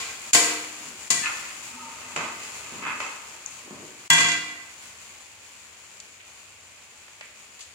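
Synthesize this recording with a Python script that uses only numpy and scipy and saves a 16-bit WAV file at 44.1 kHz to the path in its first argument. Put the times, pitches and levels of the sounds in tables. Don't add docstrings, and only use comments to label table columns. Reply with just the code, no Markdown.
import sys
import numpy as np
from scipy import signal
from scipy.fft import rfft, irfft, next_fast_len
from scipy.io import wavfile

SR = 44100
rng = np.random.default_rng(int(sys.argv[2]) if len(sys.argv) > 2 else 0)


def transcribe(u):
    v = np.clip(np.atleast_2d(u).T, -1, 1)
    q = np.round(v * 32767).astype(np.int16)
    wavfile.write(sys.argv[1], SR, q)


N = 341334
T = np.arange(N) / SR


def amp(db):
    return 10 ** (np.asarray(db) / 20)


def unit(x):
    return x / np.sqrt(np.mean(x ** 2))


def along(table, hz, column=1):
    table = np.array(table)
    return np.interp(np.log(hz), np.log(table[:, 0]), table[:, column])


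def bins(size):
    return np.maximum(np.fft.rfftfreq(size, 1 / SR), 1)


FREQ = bins(size=8192)


def convolve(x, response):
    return signal.fftconvolve(np.atleast_2d(x), np.atleast_2d(response), axes=1)[:, :np.shape(x)[-1]]


def causal(gain):
    cepstrum = irfft(np.log(gain + gain.max() / 10 ** 4))
    half = len(cepstrum) // 2
    cepstrum[1:half] *= 2
    cepstrum[half + 1:] = 0
    return irfft(np.exp(rfft(cepstrum)))[:half]


def colour(x, gain):
    return convolve(x, causal(unit(gain)))


def hump(hz, octaves):
    return np.exp(-.5 * (np.log2(FREQ / hz) / octaves) ** 2)


def resonances(table):
    powers = (amp(2 * db) / (1 + ((FREQ / hz - hz / FREQ) * hz / width) ** 2) for hz, width, db in table)
    return np.sqrt(sum(powers))


def waver(rate):
    knots = np.arange(0, T[-1] + 1, 1 / rate)
    return np.interp(T, knots, rng.standard_normal(len(knots)))


def add(out, x, s):
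    start = max(int(s * SR), 0)
    out[..., start:start + x.shape[-1]] += x[..., :N - start]


# frequency in Hz, correlation.
PORT_LIKENESS = [(40, 0.6), (120, 0.91), (450, 0.86), (1000, 0.62), (2000, 0.046), (4000, -0.013)]


def diffuse(pair):
    size = pair.shape[1]
    alike = along(PORT_LIKENESS, bins(size))
    mid, side = rfft(pair) * np.sqrt([1 + alike, 1 - alike])
    return irfft(np.array([mid + side, mid - side]), size) / np.sqrt(2)


def grit(size, rate, spread_db):
    strength = amp(spread_db * np.minimum(rng.exponential(size=size), 5))
    clicks = (rng.random(size) < rate / SR) * strength
    return unit(diffuse(clicks * rng.choice([-1, 1], (2, size))))


def chatter(decay_s, size=8192):
    burst = grit(size, rate=16000, spread_db=2.5) * np.exp(-np.arange(size) / SR / decay_s)
    return unit(burst) * np.sqrt(decay_s * SR / 2 / size)


def ticks(table, body=1):
    out = np.zeros((2, N))
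    for s, db, decay_s, hz, octaves in table:
        add(out, amp(db) * colour(chatter(decay_s), body * hump(hz, octaves)), s)
    return out


# frequency in Hz, time to fade 60 dB in seconds.
KITCHEN_DECAY = [(100, 0.65), (500, 1), (2000, 0.92), (5000, 0.73), (8000, 0.57), (15000, 0.82)]


def kitchen(size=65536, build_up_s=0.0028):
    t, tail = T[:size], 0
    noise = rfft(diffuse(rng.standard_normal((2, size))))
    octave = np.clip(np.log2(bins(size) / 62.5), 0, 8)
    for k in range(9):
        band = irfft(noise * np.maximum(1 - abs(octave - k), 0))
        t60 = along(KITCHEN_DECAY, 62.5 * 2 ** k)
        tail = tail + band * np.exp(-np.log(1000) * t / t60)
    return unit(tail) / np.sqrt(size) * np.minimum(t / build_up_s, 1)


# frequency in Hz, relative level in dB.
FLAME_SPECTRUM = [(20, -14), (40, -6), (65, 9.5), (90, 10.5), (140, -6), (260, -8.5), (450, -2), (600, 0),
                  (1000, -1.5), (2400, 0), (4000, -5), (16000, -27)]


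def burner(db=-56):
    return amp(db) * colour(diffuse(rng.standard_normal((2, N))), amp(along(FLAME_SPECTRUM, FREQ)))


# start in seconds, level in dB, decay in seconds, centre in Hz, spread in octaves.
JAR_TICKS = [(6.2, -49.5, 0.027, 2400, 0.49), (7.081, -42, 0.003, 1500, 0.94),
             (7.210, -33.5, 0.0043, 1450, 1.05), (7.222, -47.5, 0.047, 1910, 0.51),
             (7.592, -46, 0.019, 2000, 1.7), (7.607, -43, 0.03, 4000, 0.83)]


def jar():
    return ticks(JAR_TICKS)


# start in seconds, level in dB, decay in seconds, centre in Hz, spread in octaves.
OIL_SPITS = [(3.461, -28, 0.0013, 6290, 0.19), (6.001, -39.5, .004, 4700, 0.65)]


def spits():
    return ticks(OIL_SPITS)


# frequency in Hz, relative level in dB.
SIZZLE_SPECTRUM = [(100, -1), (300, -4.5), (600, -3.5), (1050, 3), (1500, 2), (1950, 0.5), (2450, 1.5),
                   (3300, -2.5), (5500, -2), (7000, -3.5), (9000, -6), (11000, -8), (13000, -9),
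                   (16000, -11.5)]
# peak time in seconds, boost in dB.
SIZZLE_SWELLS = [(0.0, 4.5), (1.4, 4), (2.42, 5.5), (3.55, 1.5)]


def sizzle(start_db=-44.5, cooling_db_per_s=1.5, swell_s=0.22, flutter_db=1.5):
    swell_db = sum(db * np.exp(-abs(T - s) / swell_s) for s, db in SIZZLE_SWELLS)
    level_db = start_db - cooling_db_per_s * T + swell_db + flutter_db * waver(rate=18)
    bursts = grit(N, rate=4500, spread_db=1.5)
    return colour(bursts, amp(along(SIZZLE_SPECTRUM, FREQ))) * amp(level_db)


# resonance in Hz, width in Hz, relative level in dB.
BLADE_RESONANCES = [(93, 140, 6.5), (256, 23, 1.5), (390, 120, -3), (540, 490, -6), (906, 50, 0),
                    (1045, 107, 3.5), (1247, 68, 6), (1570, 580, -7), (2050, 150, -2), (2575, 96, 2),
                    (2992, 350, -10), (4400, 1500, -27), (6660, 5100, -7.5)]


def scrape(pressure, hz, octaves, swell=0.85):
    out, pressed = np.zeros((2, N)), np.flatnonzero(pressure)
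    slips = grit(next_fast_len(len(pressed), real=True), rate=2500, spread_db=2.0)
    rasp = unit(colour(slips, resonances(BLADE_RESONANCES) * hump(hz, octaves)))
    out[:, pressed] = rasp[:, :len(pressed)] * pressure[pressed] ** swell
    return out


def push(hardest_s, length_s, rise_share=0.42):
    start = hardest_s - rise_share * length_s
    return np.interp(T, [start, hardest_s, start + length_s], [0, 1, 0])


# time in seconds, pressure in dB.
STIR_PRESSURE = [(1.3, -25), (1.7, -11.5), (2.1, 1), (2.45, -6), (2.8, 1.5), (3.2, -7), (3.5, -10),
                 (4.05, -19)]


def stirring():
    s, db = np.transpose(STIR_PRESSURE)
    return np.interp(T, s, amp(db), left=0, right=0)


# hardest moment in seconds, length in seconds, level in dB, centre in Hz.
BLADE_STROKES = [(0.42, 0.16, -41, 433), (0.5, 0.2, -37.5, 1950), (0.88, 0.24, -52, 330),
                 (1.259, 0.08, -27.5, 2050), (1.309, 0.1, -36, 1400), (1.47, 0.16, -45.5, 1890),
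                 (2.19, 0.16, -45, 190), (2.431, 0.14, -46, 2800), (2.879, 0.17, -29.5, 1540),
                 (2.86, 0.26, -47.5, 272), (3.677, 0.13, -49.5, 416), (3.829, 0.2, -48, 397)]


def scrapes(rub_db=-46.5):
    sweeps = sum(amp(db) * scrape(push(s, length), hz, octaves=0.76)
                 for s, length, db, hz in BLADE_STROKES)
    return sweeps + amp(rub_db) * scrape(stirring(), hz=1420, octaves=1.6)


# start in seconds, knock level in dB, drag level in dB, centre in Hz.
BLADE_JABS = [(0.351, -17, -33.5, 1000), (1.105, -35.5, -46, 232), (2.162, -20, -30, 1210),
              (2.722, -38, -44.5, 302), (3.003, -25, -35, 1490), (3.708, -35.5, -44.5, 332)]


def jabs(knock_s=0.006, rise_s=0.015, fall_s=0.16, octaves=1.34):
    knocks = [(s, db, knock_s, hz, octaves) for s, db, _, hz in BLADE_JABS]
    out = ticks(knocks, resonances(BLADE_RESONANCES))
    for s, _, drag_db, hz in BLADE_JABS:
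        pressure = np.interp(T - s, [0, rise_s, rise_s + fall_s], [0, 1, 0])
        out += amp(drag_db) * scrape(pressure, hz, octaves)
    return out


def sing(hz, wobble=0.0192, rough=0.65):
    phase = 2 * np.pi * np.cumsum(hz * (1 + wobble * waver(rate=150))) / SR
    return (1 + rough * waver(rate=60)) * np.sin(phase)


# hardest moment in seconds, length in seconds, level in dB, pitch in Hz.
BLADE_SQUEALS = [(1.176, 0.07, -32.5, 1970), (1.247, 0.076, -31, 1760), (1.293, 0.083, -34, 1400)]
# frequency in Hz, level
# in dB.
GROAN_TONES = [(247, -50), (910, -46), (1240, -47)]


def squeals(hum_db=-51.5):
    squeal = sum(amp(db) * push(s, length) * sing(hz) for s, length, db, hz in BLADE_SQUEALS)
    groan = sum(amp(db) * sing(hz, wobble=0.03, rough=0.93) for hz, db in GROAN_TONES)
    hum = amp(hum_db) * stirring() * sing(hz=98)
    out = squeal + push(hardest_s=1.814, length_s=0.34) * groan + hum
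    return np.array([out, out])


# frequency in Hz, time to fade 60 dB
# in seconds, relative level in dB when struck in the bowl, and when struck on the rim.
WOK_MODES = [(165, 0.48, -12.5, -3), (202, 0.41, -22, -32.5), (256, 0.88, -27.5, -21.5),
             (306.8, 0.91, 0, -19.5), (375, 0.75, -8, -41), (454.6, 0.68, 3.5, -40), (479.7, 0.89, -1, -26),
             (501, 1, -6, -35), (697, 0.51, 8, -10.5), (928.5, 0.28, -3, 7), (1000, 0.35, -16, -6),
             (1054, 0.33, 9, -3), (1146, 0.3, -22, 0), (1420, 0.74, -6.5, -7.5), (1578, 0.32, -2, 8.5),
             (1620, 0.45, -20, 7), (1870, 0.63, -26, 3), (2004, 0.71, -4.5, 11.5), (2044, 0.76, -11, -4),
             (2356, 0.7, -20, 0), (2440, .5, -14.5, -13), (2630, 0.76, -26, -3), (2790, 0.81, -15, -0.5),
             (3245, 0.55, -19, -6), (3348, 0.39, -23, 15.5), (3390, 0.56, -20, 3), (4400, .55, -14, -15),
             (4610, 0.99, -22, -14.5), (5300, .6, -17, -17), (6840, .4, -15, -26)]


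def wok_ring(blows, skew_rad=1.36, beaming_hz=1600, wobble_hz=7):
    hz, t60, bowl_db, rim_db = np.array(WOK_MODES).T
    s, *_, ring_db, place = np.array(blows).T
    share = amp(2 * (bowl_db + place[:, None] * (rim_db - bowl_db)))
    share *= amp(2 * ring_db)[:, None] / share.sum(axis=1, keepdims=True)
    out, at = np.zeros((2, N)), (s * SR).astype(int)
    until = min(at[-1] + SR, N)
    for k in range(len(WOK_MODES)):
        fed, kick = np.zeros((2, until))
        fed[at] = share[:, k]
        kept_per_sample = np.exp(-2 * np.log(1000) / (t60[k] * SR))
        energy = signal.lfilter([1], [1, -kept_per_sample], fed)
        fresh_share = np.minimum(fed[at] / energy[at], 1)
        kick[at] = rng.choice([-1, 1], len(at)) * np.arcsin(np.sqrt(fresh_share))
        height = min(hz[k] / beaming_hz, 1)
        pitch = hz[k] + wobble_hz * height * waver(rate=70)[:until]
        phase = np.cumsum(kick + 2 * np.pi * pitch / SR)
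        skew = skew_rad * height * (-1) ** k * np.array([[1], [-1]]) / 2
        out[:, :until] += np.sqrt(energy) * np.cos(phase + skew)
    return out


# frequency in Hz, relative level in dB.
CONTACT_SPECTRUM = [(30, -30), (90, -5.5), (300, -8.5), (600, -10), (1000, 1.5), (2200, 0.5), (3500, 2),
                    (5500, 1.5), (7500, 1.5), (10000, -3), (16000, -8)]
# frequency in Hz, width in Hz, dB above the contact noise.
SPATULA_MODES = [(745, 12, 11.5), (1072, 45, 10.5), (1578, 12, 17), (1994, 41, 13), (2348, 32, 13.5),
                 (4300, 16, 3), (4640, 57, 4.5), (5110, 26, 2), (5480, 30, 9), (6700, 48, 1),
                 (6960, 24, -2), (7560, 25.7, -8), (7680, 29, -16), (9540, 50, 2)]
# start in seconds, contact level in dB, chatter decay
# in seconds, tilt in dB per octave, wok ring level in dB, place from 0 (bowl) to 1 (rim).
SPATULA_BLOWS = [(0.001, -35, 0.072, 0.5, -44, 0.05), (0.333, -13.5, 0.021, 3, -35, 0.13),
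                 (0.348, -10, 0.0094, 1.5, -19, 0.14), (1.104, -15.5, 0.011, 3.5, -26.5, 0.49),
                 (2.162, -29, 0.005, -0.5, -36.5, 0.05), (4.102, -9.5, 0.0055, 1, -9.5, 0.95),
                 (4.132, -16, 0.005, 4, -19.5, 0.61), (4.181, -19, 0.021, -1.5, -25, 0.97),
                 (4.203, -23, 0.037, -0.5, -23, 0.56), (4.244, -28, 0.017, 3, -20.5, 0.75),
                 (4.285, -26, 0.013, 3, -26.5, 0.52), (4.318, -23.5, 0.0093, -0.5, -31, 0.76)]


def clanks(top_hz=18300, top_octaves_per_db=0.05, rim_octaves=-0.42,
           skid_db=-14, rim_skid_db=-4.5, skid_db_per_octave=-1.5):
    out = np.zeros((2, N))
    steel = amp(along(CONTACT_SPECTRUM, FREQ)) * np.hypot(1, resonances(SPATULA_MODES))
    octave = np.log2(FREQ / 2000)
    for s, db, decay_s, tilt_db, _, place in SPATULA_BLOWS:
        cutoff_hz = top_hz * 2 ** (top_octaves_per_db * db + rim_octaves * place)
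        gain = steel * amp(tilt_db * octave) / np.sqrt(1 + (FREQ / cutoff_hz) ** 6)
        add(out, amp(db) * colour(chatter(decay_s), gain), s)
        skid = colour(chatter(decay_s=0.091), gain * amp(skid_db_per_octave * octave))
        add(out, amp(db + skid_db + rim_skid_db * place) * skid, s)
    return out


def scene(clank_room_db=-2, ring_room_db=-9, scrape_room_db=-4, sizzle_room_db=-3, tick_room_db=-6):
    sources = [(clanks(), clank_room_db),
               (wok_ring(SPATULA_BLOWS), ring_room_db),
               (scrapes() + jabs() + squeals(), scrape_room_db),
               (sizzle(), sizzle_room_db),
               (spits() + jar(), tick_room_db)]
    direct = sum(x for x, _ in sources)
    echoes = convolve(sum(amp(db) * x for x, db in sources), kitchen())
    return direct + echoes + burner()


def duck(x, look_ahead_s=0.019, guard_s=0.0037, jump_db=15.5):
    energy = np.cumsum(np.sum(x ** 2, axis=0))
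    before, now, after = (np.interp(T + guard_s + s, T, energy) for s in (-look_ahead_s, 0, look_ahead_s))
    coming = (after - now) / look_ahead_s
    gone = (now - before) / look_ahead_s
    jump = coming / (gone + 1e-9) / amp(2 * jump_db)
    return (1 + jump ** 2) ** -.25


# frequency in Hz, left gain in dB, right gain in dB.
PORT_RESPONSE = [(60, -5.5, -5.5), (200, 1.5, 1), (1270, -1.5, -1.5), (1725, 0, -1), (2460, 3.5, 7),
                 (3900, 1.5, -1), (4400, 1.5, 4), (5800, 3, -2.5), (6430, 10, -2), (7080, 15.5, 6.5),
                 (8450, 4, 3.5), (9880, 4, -0.5), (13090, -4.5, -10), (14560, -1.5, -4.5)]


def record(dry, low_hz=45, top_hz=15800, ceiling=0.61):
    ports = [causal(amp(along(PORT_RESPONSE, FREQ, column))) for column in (1, 2)]
    heard = convolve(dry, ports)
    heard = signal.sosfilt(signal.butter(2, low_hz, "high", fs=SR, output="sos"), heard)
    held = ceiling * np.tanh(heard * duck(heard) / ceiling)
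    return signal.sosfilt(signal.ellip(10, .1, 80, top_hz, fs=SR, output="sos"), held)


dry = scene()
out = record(dry)
transcribe(out)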